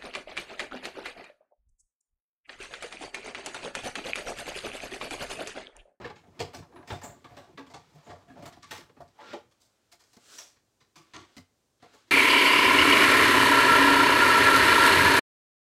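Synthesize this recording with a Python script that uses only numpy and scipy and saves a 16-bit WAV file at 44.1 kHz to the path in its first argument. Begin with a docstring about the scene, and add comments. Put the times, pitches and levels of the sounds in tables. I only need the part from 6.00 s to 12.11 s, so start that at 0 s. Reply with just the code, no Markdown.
"""Hand-cranked die-cutting press

A press on a craft table lets its plates out of the rollers; hands lift and shift them.
Each knock is a short chatter of contacts that excites the modes of the frame and the table.
Plates and card rub, fingertips thud, single modes creak and hum, and a roller squeaks.
A small furnished room reverberates over a quiet noise floor."""
import sys
import numpy as np
from scipy import signal
from scipy.fft import rfft, irfft
from scipy.io import wavfile
from scipy.ndimage import uniform_filter1d

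SR = 44100
rng = np.random.default_rng(int(sys.argv[2]) if len(sys.argv) > 2 else 0)


def store_wav(level_fs):
    """Save 16-bit WAV to argv[1]."""
    pcm = np.round(np.clip(np.atleast_2d(level_fs), -1, 1) * 32767)
    wavfile.write(sys.argv[1], SR, pcm.T.astype(np.int16))


N = 269434

# limits of the table, frame, plate, edge, tick and fizz bands: frequency_hz
BAND_LIMITS_HZ = [50, 200, 600, 1500, 4500, 8500, 18000]
# spectrum of bare contact noise: frequency_hz, level_db
CONTACT_SPECTRUM = [(200, 9), (1000, 20), (4000, 10), (7800, -5), (9000, -13.5), (11000, -26), (14500, -9),
                    (17000, -30)]


def knocks(grit_db=2.0, bare_db=-14, favour_db=10, clump_db=2.0, plate_db=-13):
    """Impact excitation: a blow and its chatter ring the modes; the striking point favours some."""
    # hard knocks, with band levels relative to level_db: start_s, level_db, table_db, frame_db,
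    # edge_db, tick_db, fizz_db, favoured_frame_hz, favoured_plate_hz, favoured_edge_hz, chatter_t60_s
    hard_knocks = [(0.013, -40.5, -11, -16, -14, -26, -37, 589, 776, 1570, 0.32),
                   (0.045, -29, -15.5, -18, -18.5, -32.5, -46, 476, 574, 1690, 0.22),
                   (0.1, -36.5, -27, -12.5, -17.5, -26, -45, 373, 810, 2000, 0.084),
                   (0.158, -55, -3.5, -14, -3.5, -13.5, -32, 230, 835, 3060, 0.21),
                   (0.393, -34, -6, -7.5, -11, -13, -26, 520, 736, 2620, 0.25),
                   (0.402, -28.5, -30, -9, -13.5, -13.5, -36, 460, 913, 1950, 0.1),
                   (0.534, -39, -34, -16, -14.5, -23, -25, 607, 860, 2740, 0.14),
                   (0.544, -41.5, -12, -7, -9.5, -8, -17.5, 320, 727, 3960, 0.23),
                   (0.76, -39.5, -16, -27, -17, -50, -35, 366, 955, 1800, 0.17),
                   (0.875, -43, -13, -9.5, -9.5, -14, -19, 288, 1010, 1870, 0.41),
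                   (0.903, -28.5, -13, -16.5, -14.5, -26, -37, 247, 835, 2360, 0.11),
                   (1.015, -35.5, -26, -31, -25, -23.5, -30, 417, 900, 1700, 0.29),
                   (1.244, -37, -18, -25, -20, -26.5, -39, 415, 1164, 1500, 0.12),
                   (1.368, -39.5, -16.5, -14.5, -17, -20.5, -26.5, 544, 740, 1680, 0.23),
                   (1.575, -37, -33, -12.5, -12.5, -24.5, -32, 258, 1220, 1610, 0.2),
                   (1.664, -48.5, -11.5, -21, -16, -20, -30, 255, 1040, 2250, 0.2),
                   (1.7, -45.5, -32, -14, -22, -17, -35, 229, 684, 2050, 0.2),
                   (1.738, -32.5, -17.5, -44, -28, -19.5, -43, 452, 814, 1430, 0.2),
                   (2.355, -42.5, -13.5, -10, -34, -41, -44, 590, 590, 1740, 0.28),
                   (2.423, -40, -9.5, -10.5, -18.5, -24.5, -28, 592, 673, 2580, 0.3),
                   (2.456, -35.5, -14.5, -31, -17, -20, -21, 288, 696, 2620, 0.15),
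                   (2.525, -47, -34, -28, -14, -16, -26, 250, 700, 1800, 0.18),
                   (2.567, -44, -13.5, -17, -40, -32, -31, 310, 770, 1780, 0.088),
                   (2.709, -36.5, -19, -12.5, -4.5, -11.5, -15.5, 442, 890, 1850, 0.3),
                   (2.895, -56.5, -8, -5, -8.5, -45, -32, 224, 1100, 1580, 0.067),
                   (2.967, -52, -29, -10, -17, -48, -32, 276, 870, 1810, 0.17),
                   (3.004, -36, -19, -15.5, -38.5, -30, -37.5, 634, 650, 1830, 0.17),
                   (3.332, -35.5, -54, -3, -12, -19.5, -37, 546, 803, 2500, 0.14),
                   (4.132, -59, -20, -16, -11, -4.5, -10, 466, 740, 3770, 0.12),
                   (4.166, -56.5, -3, -4.5, -9.5, -5, -11, 223, 720, 3960, 0.069),
                   (4.385, -46.5, -45, -17, -3.5, -2.5, -9, 640, 600, 3370, 0.3),
                   (4.562, -72.5, -5, -36, 1, -4, -23, 300, 1430, 1470, 0.16),
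                   (4.957, -46.5, -20, -26, -13.5, -11.5, -22, 338, 1040, 2790, 0.34),
                   (5.136, -36.5, -17, -37, -14, -14.5, -40, 348, 1250, 1940, 0.33),
                   (5.367, -49, -2, -10, -6, -5, -13, 256, 750, 2140, 0.12),
                   (5.825, -45, -17, -13.5, -17.5, -20, -32, 470, 750, 1920, 0.18)]
    # soft shoves and short scuffs: the same columns
    soft_shoves = [(0.233, -52.5, -15, -18, -22, -44.5, -39, 450, 680, 1490, 0.083),
                   (0.266, -61.5, 5, 0.5, -14, -22, -28, 205, 805, 1770, 0.16),
                   (0.583, -50, 2.5, -5, -12, -18, -19, 277, 680, 4260, 0.1),
                   (0.622, -42.5, -22, -38, -25, -38, -43, 258, 980, 1650, 0.081),
                   (0.719, -53, -11, -2.5, -17.5, -40, -29, 335, 730, 1570, 0.16),
                   (0.825, -43, -32, -39, -20.5, -56, -42, 409, 684, 1690, 0.044),
                   (0.913, -29.5, -12, -22, -48, -27, -35, 395, 696, 2380, 0.2),
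                   (1.034, -37.5, -13.5, -10.5, -15, -25, -29.5, 203, 655, 1500, 0.3),
                   (1.295, -44, -10.5, -18, -26, -49, -36, 598, 685, 1770, 0.39),
                   (1.524, -65, 0, -1, -24, -35, -27, 323, 850, 1520, 0.081),
                   (1.945, -56.5, -24, -5, -30, -17, -19, 285, 685, 1910, 0.2),
                   (2.061, -41, -10, -12.5, -22, -36, -38, 527, 704, 1880, 0.34),
                   (2.091, -35, -23, -19.5, -27, -25.5, -55, 566, 634, 1770, 0.26),
                   (2.279, -44.5, -12, -41, -22, -37, -35, 253, 670, 1567, 0.33),
                   (2.297, -52.5, -10.5, -17, -23, -27, -34, 261, 697, 1650, 0.33),
                   (2.384, -48, -17, -2, -21, -30, -31, 580, 620, 1970, 0.24),
                   (2.625, -43, -22, -36, -12.5, -12.5, -36, 202, 1170, 1670, 0.13),
                   (2.77, -58, -4, 0, -6, -2, -9, 317, 1140, 2720, 0.18),
                   (2.8, -54, -12, -30, -5, -9.5, -19, 255, 1170, 1800, 0.15),
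                   (3.077, -64, -5, -23, -20, -6.5, -20, 251, 690, 1900, 0.066),
                   (3.179, -40, -51, -23, -28, -45, -41, 576, 890, 1500, 0.18),
                   (3.195, -40.5, -44, -19, -19, -50, -41, 530, 940, 1650, 0.26),
                   (3.511, -67.5, -19, -10, -5.5, -6, -15, 523, 1180, 3700, 0.15),
                   (3.601, -64, -26, -21, -31, -1, -8.5, 277, 643, 4600, 0.38),
                   (3.916, -50, -24, -22, -12.5, -8.5, -14, 338, 700, 1860, 0.15),
                   (3.993, -58.5, -24, -27, -12.5, -6.5, -13, 436, 1370, 4370, 0.36),
                   (4.802, -60.5, -7.5, -21, -6, -9.5, -24, 206, 1010, 2780, 0.22),
                   (5.198, -48, -16, -18, -24, -20, -32, 340, 1160, 2770, 0.14),
                   (5.931, -51.5, -18.5, -9.5, -15, -15, -22, 460, 1120, 1530, 0.13),
                   (6.071, -64.5, -7, -14, -9, -10, -18, 320, 956, 1820, 0.18)]
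    rows = np.vstack([hard_knocks, soft_shoves])
    start_s, level_db, table_db, frame_db, edge_db, tick_db, fizz_db = rows[:, :7].T
    favoured_hz, chatter_t60_s = rows[:, 7:10], rows[:, 10:11]
    hard = np.arange(len(rows))[:, None] < len(hard_knocks)
    blow_db, rise_s = np.where(hard, 18, 6), np.where(hard, 0.001, 0.0056)
    t = np.arange(int(.3 * SR)) / SR
    envelope = (1 - np.exp(-t / rise_s)) * from_db(-60 * t / chatter_t60_s)
    force = contact_noise((len(rows), len(t)), grit_db) * envelope
    clumps = rng.standard_normal((len(rows), len(t) // 180 + 1))   # the chatter comes in 4 ms clumps
    force *= from_db(clump_db * np.repeat(clumps, 180, axis=1)[:, :len(t)])
    force[:, :9] += from_db(blow_db) * np.hanning(11)[1:-1] / 4   # first blow: a rounded 0.2 ms pulse
    modes = body_modes()
    scatter_db = rng.normal(0, 2, (len(rows), len(modes)))
    sound = from_db(bare_db) * hollows(coloured(force, CONTACT_SPECTRUM))
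    for k, (hz, mode_db, t60_s) in enumerate(modes):
        nearness = np.exp(-(np.log(favoured_hz / hz) / 0.1) ** 2).max(axis=1, keepdims=True)
        gain = from_db(mode_db + favour_db * nearness + scatter_db[:, k:k + 1])
        sound += (-1) ** k * gain * resonator(force, hz, t60_s)
    out = np.zeros(N + len(t))
    fade = np.minimum(1, (t[-1] - t) / .08)
    for band, band_db in zip(bands(sound), [table_db, frame_db, plate_db, edge_db, tick_db, fizz_db]):
        loudest_rms = np.sqrt(np.max(uniform_filter1d(band ** 2, size=600), axis=1))   # over 14 ms
        pieces = (from_db(level_db + band_db) / loudest_rms)[:, None] * band * fade
        for at, piece in zip(np.round(start_s * SR).astype(int), pieces):
            out[at:at + len(t)] += piece
    return out[:N]


def body_modes():
    """Material damping: plastic limits each mode's decay time to 70 cycles or 0.22 s."""
    # modes of press, plates and table top: frequency_hz, level_db, uncapped_t60_s
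    modes = [(58.4, -13, 0.24), (92.3, 8.5, 0.51), (128, 0.5, 0.023), (162.1, 6, 0.07),
             (256.7, -0.5, 0.082), (343.5, 12.5, 0.065), (363, 7.5, 0.035), (476, 11, 0.047),
             (577, 5.5, 0.071), (694, 14, 0.044), (766, 4, 0.027), (862.6, 15, 0.13), (1007, 4, 0.06),
             (1140.6, 13.5, 0.24), (1547, -15, 0.047), (1623, 5, 0.095), (1860, -4, 0.055), (2070, 7, 0.21),
             (2380, -11, .06), (2840, -47, 0.042), (3370, -12.5, 0.18), (3980, -37.5, 0.027),
             (4000, -29, 0.028), (5590, -41.5, 0.093)]
    return [(hz, level_db, min(t60_s, 70 / hz, .22)) for hz, level_db, t60_s in modes]


def hollows(force, ripple_db=4, count=70):
    """Cavity colouring: each blow meets the plates' hollows differently and gets its own ripple."""
    size = force.shape[1]
    hz = np.arange(1, size // 2 + 2) * SR / size
    place = np.log(hz / 500) / np.log(40) * count   # log axis from 500 Hz to 20 kHz
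    humps = np.clip(rng.standard_normal((len(force), count)), -2, 1.2)
    gain_db = [ripple_db * np.interp(place, np.arange(count), row) for row in humps]
    return irfft(rfft(force) * from_db(gain_db), size)


def thuds():
    """Damped oscillation: a fingertip pushes once on a hollow that barely rings."""
    # fingertips on card and plate: start_s, level_db, pitch_hz, t60_s
    pushes = [(3.005, -30, 633, 0.016), (3.334, -35.5, 345, 0.13), (4.169, -34, 229, 0.024),
              (5.368, -50, 270, 0.024)]
    out, t = np.zeros(N), np.arange(int(.15 * SR)) / SR
    for start_s, level_db, hz, t60_s in pushes:
        envelope = from_db(level_db - 60 * t / t60_s) * (1 - np.exp(-t * hz * 2))
        out[round(start_s * SR):][:len(t)] += envelope * np.sin(2 * np.pi * hz * t)
    return out


def hums(waver=0.023, shake_db=3):
    """Single-mode resonance: fed by a slip or a blow, a near-pure tone swells, wavers and sinks."""
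    # creaks and hums: start_s, decay_s, pitch_hz, level_db
    tones = [(.047, 0.049, 428, -64), (0.403, 0.039, 436, -47), (0.57, 0.055, 99.4, -48.5),
             (0.918, 0.026, 95.3, -35), (1.019, 0.036, 680, -52), (1.576, 0.061, 272, -44),
             (1.94, 0.067, 148, -51.5), (2.271, 0.052, 681, -52.5), (2.287, 0.034, 1610, -54),
             (2.295, 0.051, 257, -49), (2.42, 0.074, 670, -53), (2.97, 0.021, 259, -51),
             (3.186, 0.032, 878, -53), (3.225, 0.13, 1390, -50.5), (3.36, 0.04, 448, -49.5),
             (4.965, 0.061, 152, -57.5), (4.953, 0.11, 321, -59.5), (5.138, 0.086, 317.5, -53),
             (0.044, 0.014, 1720, -41.5), (.93, 0.028, 3590, -46.5), (1.574, 0.026, 1895, -46.5),
             (3.4, 0.11, 486, -72), (5.14, 0.062, 1400, -53.5), (5.823, 0.021, 262, -57)]
    out = np.zeros(N)
    pitch_ratio, shake = 1 + waver * drift(27.0), from_db(shake_db * drift(46))
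    for start_s, decay_s, hz, level_db in tones:
        at = round(start_s * SR)
        age = np.arange(int(2 * decay_s * SR)) / (decay_s * SR)
        phase = 2 * np.pi * np.cumsum(hz * pitch_ratio[at:at + len(age)]) / SR
        envelope = np.minimum(1, 5 * age) * np.exp(-age ** 3)
        out[at:at + len(age)] += from_db(level_db) * envelope * np.sin(phase)
    return out * shake


def rubbing(grit_db=-4.0, bare_db=-12, wander_db=5.0, catch_db=1.0, frame_db=-7.5, plate_db=-9):
    """Frictional excitation: the plates catch and let go, feeding now one mode, now another."""
    # plates straining in the press: time_s, level_db, relative_table_db, relative_brightness_db
    strain = [(0.0, -39, -10, -32), (0.16, -73, 3, -30), (0.43, -54, -3, -18), (0.6, -65, 0, -22),
              (0.82, -52, -12, -33.5), (0.95, -66, -9, 8), (1.07, -65, 10, -19.5), (1.39, -65.5, -3.5, -6),
              (1.49, -55, -8, -22), (1.58, -72.5, 9, -12), (1.74, -73, 9, -5), (2.08, -58.5, -15, -15),
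              (2.32, -64, -3, -18.5), (2.41, -62, 6, -8.5), (2.61, -78.5, 9, 1.5), (2.78, -55, -8, -4),
              (2.88, -68.5, 5, -25), (3.0, -66.5, -3, -17), (3.09, -78, 4, -3.5), (3.21, -55.5, -22, -24.5),
              (3.33, -54.5, -14, -8.5), (3.5, -82, 8, -12)]
    force = contact_noise(N, grit_db) * from_db(catch_db * drift(29))
    sound = from_db(bare_db) * coloured(force, CONTACT_SPECTRUM)
    for k, (hz, mode_db, t60_s) in enumerate(body_modes()):
        drive = force * from_db(mode_db + wander_db * drift(14.0))
        sound += (-1) ** k * resonator(drive, hz, t60_s)
    table, frame, plate, edge, tick, fizz = bands(sound)
    level_db, table_db, bright_db = contours(strain)
    layers = [(table, table_db), (frame, frame_db), (plate, plate_db),
              (edge, bright_db + 4), (tick + fizz, bright_db)]
    return sum(from_db(level_db + band_db) * unit_rms(band) for band, band_db in layers)


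def sliding(grit_db=2.0, rumble_db=-3.5):
    """Sliding friction: fine, even contacts of card on plastic make a broadband swish."""
    # card and plate sliding in the hands, one list a stroke: time_s, level_db, relative_brightness_db
    strokes = [
        [(3.15, -84, -30), (3.212, -58, -15), (3.318, -49.5, -22), (3.42, -72, -20)],
        [(3.55, -81, -22), (3.712, -81.5, -21.5), (3.962, -80.5, -9.5), (4.16, -75, 6.5)],
        [(4.17, -74, -1), (4.34, -55.5, 2), (4.404, -60.5, 5), (4.544, -76, 3), (4.62, -94, -12)],
        [(4.95, -78, -18), (5.15, -69.5, -10), (5.278, -70, -11), (5.412, -70, -2), (5.48, -87, -18)],
        [(5.8, -72, -10), (5.864, -65.5, -15), (5.988, -65.5, -5), (6.11, -75.5, -14)],
    ]
    # friction spectrum of card: frequency_hz, density_db
    card_spectrum = [(60, -32), (250, -13.5), (900, -7.5), (1400, 10.5), (3000, 11), (6000, 5), (8000, 3.5),
                     (9500, -3), (13000, -10), (16000, -7.5)]
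    friction = coloured(contact_noise(N, grit_db), card_spectrum)
    table, frame, plate, edge, tick, fizz = bands(friction)
    swish = from_db(rumble_db) * unit_rms(table + frame) + unit_rms(plate + edge)
    hiss = unit_rms(tick + fizz)
    return sum(from_db(level_db) * (swish + from_db(bright_db) * hiss)
               for level_db, bright_db in map(contours, strokes))


def squeaks(t60_s=0.002, rise_s=0.011, fall_s=0.043):
    """Stick-slip: fast slips of rubber on steel give a broad, noisy whistle and its octave."""
    # roller squeaks: start_s, length_s, pitch_hz, level_db, relative_octave_db
    whistles = [(0.15, 0.013, 6770, -72, -22), (0.744, 0.015, 10000, -71, -5),
                (1.029, 0.0089, 7230, -45.5, -13), (2.037, 0.051, 6940, -70, -23),
                (4.375, 0.0083, 5800, -44.5, -20)]
    out, t = np.zeros(N), np.arange(int(.25 * SR)) / SR
    for start_s, length_s, hz, level_db, octave_db in whistles:
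        slip = rng.standard_normal((2, len(t)))
        octave_hz = min(2 * hz, .45 * SR)
        low = unit_rms(resonator(resonator(slip[0], hz, t60_s), hz, t60_s))
        high = unit_rms(resonator(resonator(slip[1], octave_hz, t60_s / 2), octave_hz, t60_s / 2))
        envelope = np.minimum(1, t / rise_s) * np.exp(-np.maximum(t - length_s, 0) / fall_s)
        whistle = low + from_db(octave_db) * high
        out[round(start_s * SR):][:len(t)] += from_db(level_db) * envelope * whistle
    return out


def room(x, build_s=0.01):
    """Reverberation: dense echoes build up, then die away at each band's own rate."""
    # reverberation times of the furnished room: frequency_hz, t60_s
    decay_times = [(100, 0.063), (500, 0.27), (2000, 0.38), (6000, 0.19), (14000, 0.3)]
    t = np.arange(int(.5 * SR)) / SR
    centres_hz = np.sqrt(np.multiply(BAND_LIMITS_HZ[1:], BAND_LIMITS_HZ[:-1]))
    echoes = bands(rng.standard_normal(len(t)))
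    tail = sum(band * from_db(-60 * t / at_hz(decay_times, hz)) for band, hz in zip(echoes, centres_hz))
    tail *= 1 - np.exp(-t / build_s)
    return signal.fftconvolve(x, tail / np.sqrt(np.sum(tail ** 2)))[:N]


def air(level_db=-74):
    """Ambient noise: a steady random floor, strongest in the bass."""
    # spectrum of the quiet room: frequency_hz, density_db
    air_spectrum = [(25, -18), (50, 6), (65, -1), (110, 6.5), (160, -3), (250, 0), (630, -4), (1000, -9),
                    (2000, -14.5), (4000, -14), (6500, -12.5), (8500, -16), (10500, -21.5), (16000, -24.5)]
    return from_db(level_db) * unit_rms(coloured(rng.standard_normal(N), air_spectrum))


def contact_noise(shape, grit_db):
    """Surface roughness: many small contacts of uneven strength add up to noise."""
    return rng.standard_normal(shape) * from_db(grit_db * np.minimum(rng.exponential(1, shape), 5))


def resonator(force, hz, t60_s):
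    """Forced response of one damped mode, with gain 1 at resonance."""
    radius, angle = from_db(-60 / (t60_s * SR)), 2 * np.pi * hz / SR
    feedforward = np.array([1, 0, -1]) * (1 - radius ** 2) / 2
    return signal.lfilter(feedforward, [1, -2 * radius * np.cos(angle), radius ** 2], force + 1e-18)


def bands(x):
    """Filter bank: six bands, with alternating signs so that neighbours add where they meet."""
    return [(-1) ** k * signal.sosfilt(signal.butter(2, pair, "band", fs=SR, output="sos"), x)
            for k, pair in enumerate(zip(BAND_LIMITS_HZ, BAND_LIMITS_HZ[1:]))]


def coloured(x, spectrum):
    """Spectral shaping: weight the last axis by a smooth curve in dB."""
    size = x.shape[-1]
    hz = np.arange(1, size // 2 + 2) * SR / size
    return irfft(rfft(x) * from_db(at_hz(spectrum, hz)), size)


def drift(rate_hz, step=40):
    """Random modulation: low-passed noise of rms 1."""
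    pole = np.exp(-2 * np.pi * rate_hz * step / SR)
    noise = rng.standard_normal(N // step + 2002)
    slow = signal.lfilter([1], [1, -2 * pole, pole * pole], noise)[2000:]
    return np.interp(np.arange(N) / step, np.arange(len(slow)), unit_rms(slow))


def contours(rows):
    """Interpolation in time; the first curve, a level, is silent outside the rows."""
    time_s, level_db, *others = np.transpose(rows)
    t = np.arange(N) / SR
    level_curve = np.interp(t, time_s, level_db, left=-150, right=-150)
    return [level_curve] + [np.interp(t, time_s, column) for column in others]


def at_hz(points, hz):
    """Interpolation on a log-frequency axis."""
    points_hz, values = np.transpose(points)
    return np.interp(np.log(hz), np.log(points_hz), values)


def from_db(db):
    """Amplitude ratio of a level in dB."""
    return 10 ** (np.asarray(db) / 20)


def unit_rms(x):
    """Normalisation to rms 1."""
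    return x / np.sqrt(np.mean(x ** 2) + 1e-20)


def scene(room_db=-16):
    """Superposition: the direct sound of press and hands, the steady air and the room's echoes."""
    direct = knocks() + thuds() + hums() + rubbing() + sliding() + squeaks()
    return (direct + air() + from_db(room_db) * room(direct))[None]


def record(dry, bass_hz=50, stop_hz=16250):
    """Band limiting: a small microphone loses the deep bass, and the top is cut steeply."""
    thin = signal.sosfilt(signal.butter(2, bass_hz, "high", fs=SR, output="sos"), dry)
    return signal.sosfilt(signal.cheby2(20, 60, stop_hz, fs=SR, output="sos"), thin)


dry = scene()
out = record(dry)
store_wav(out)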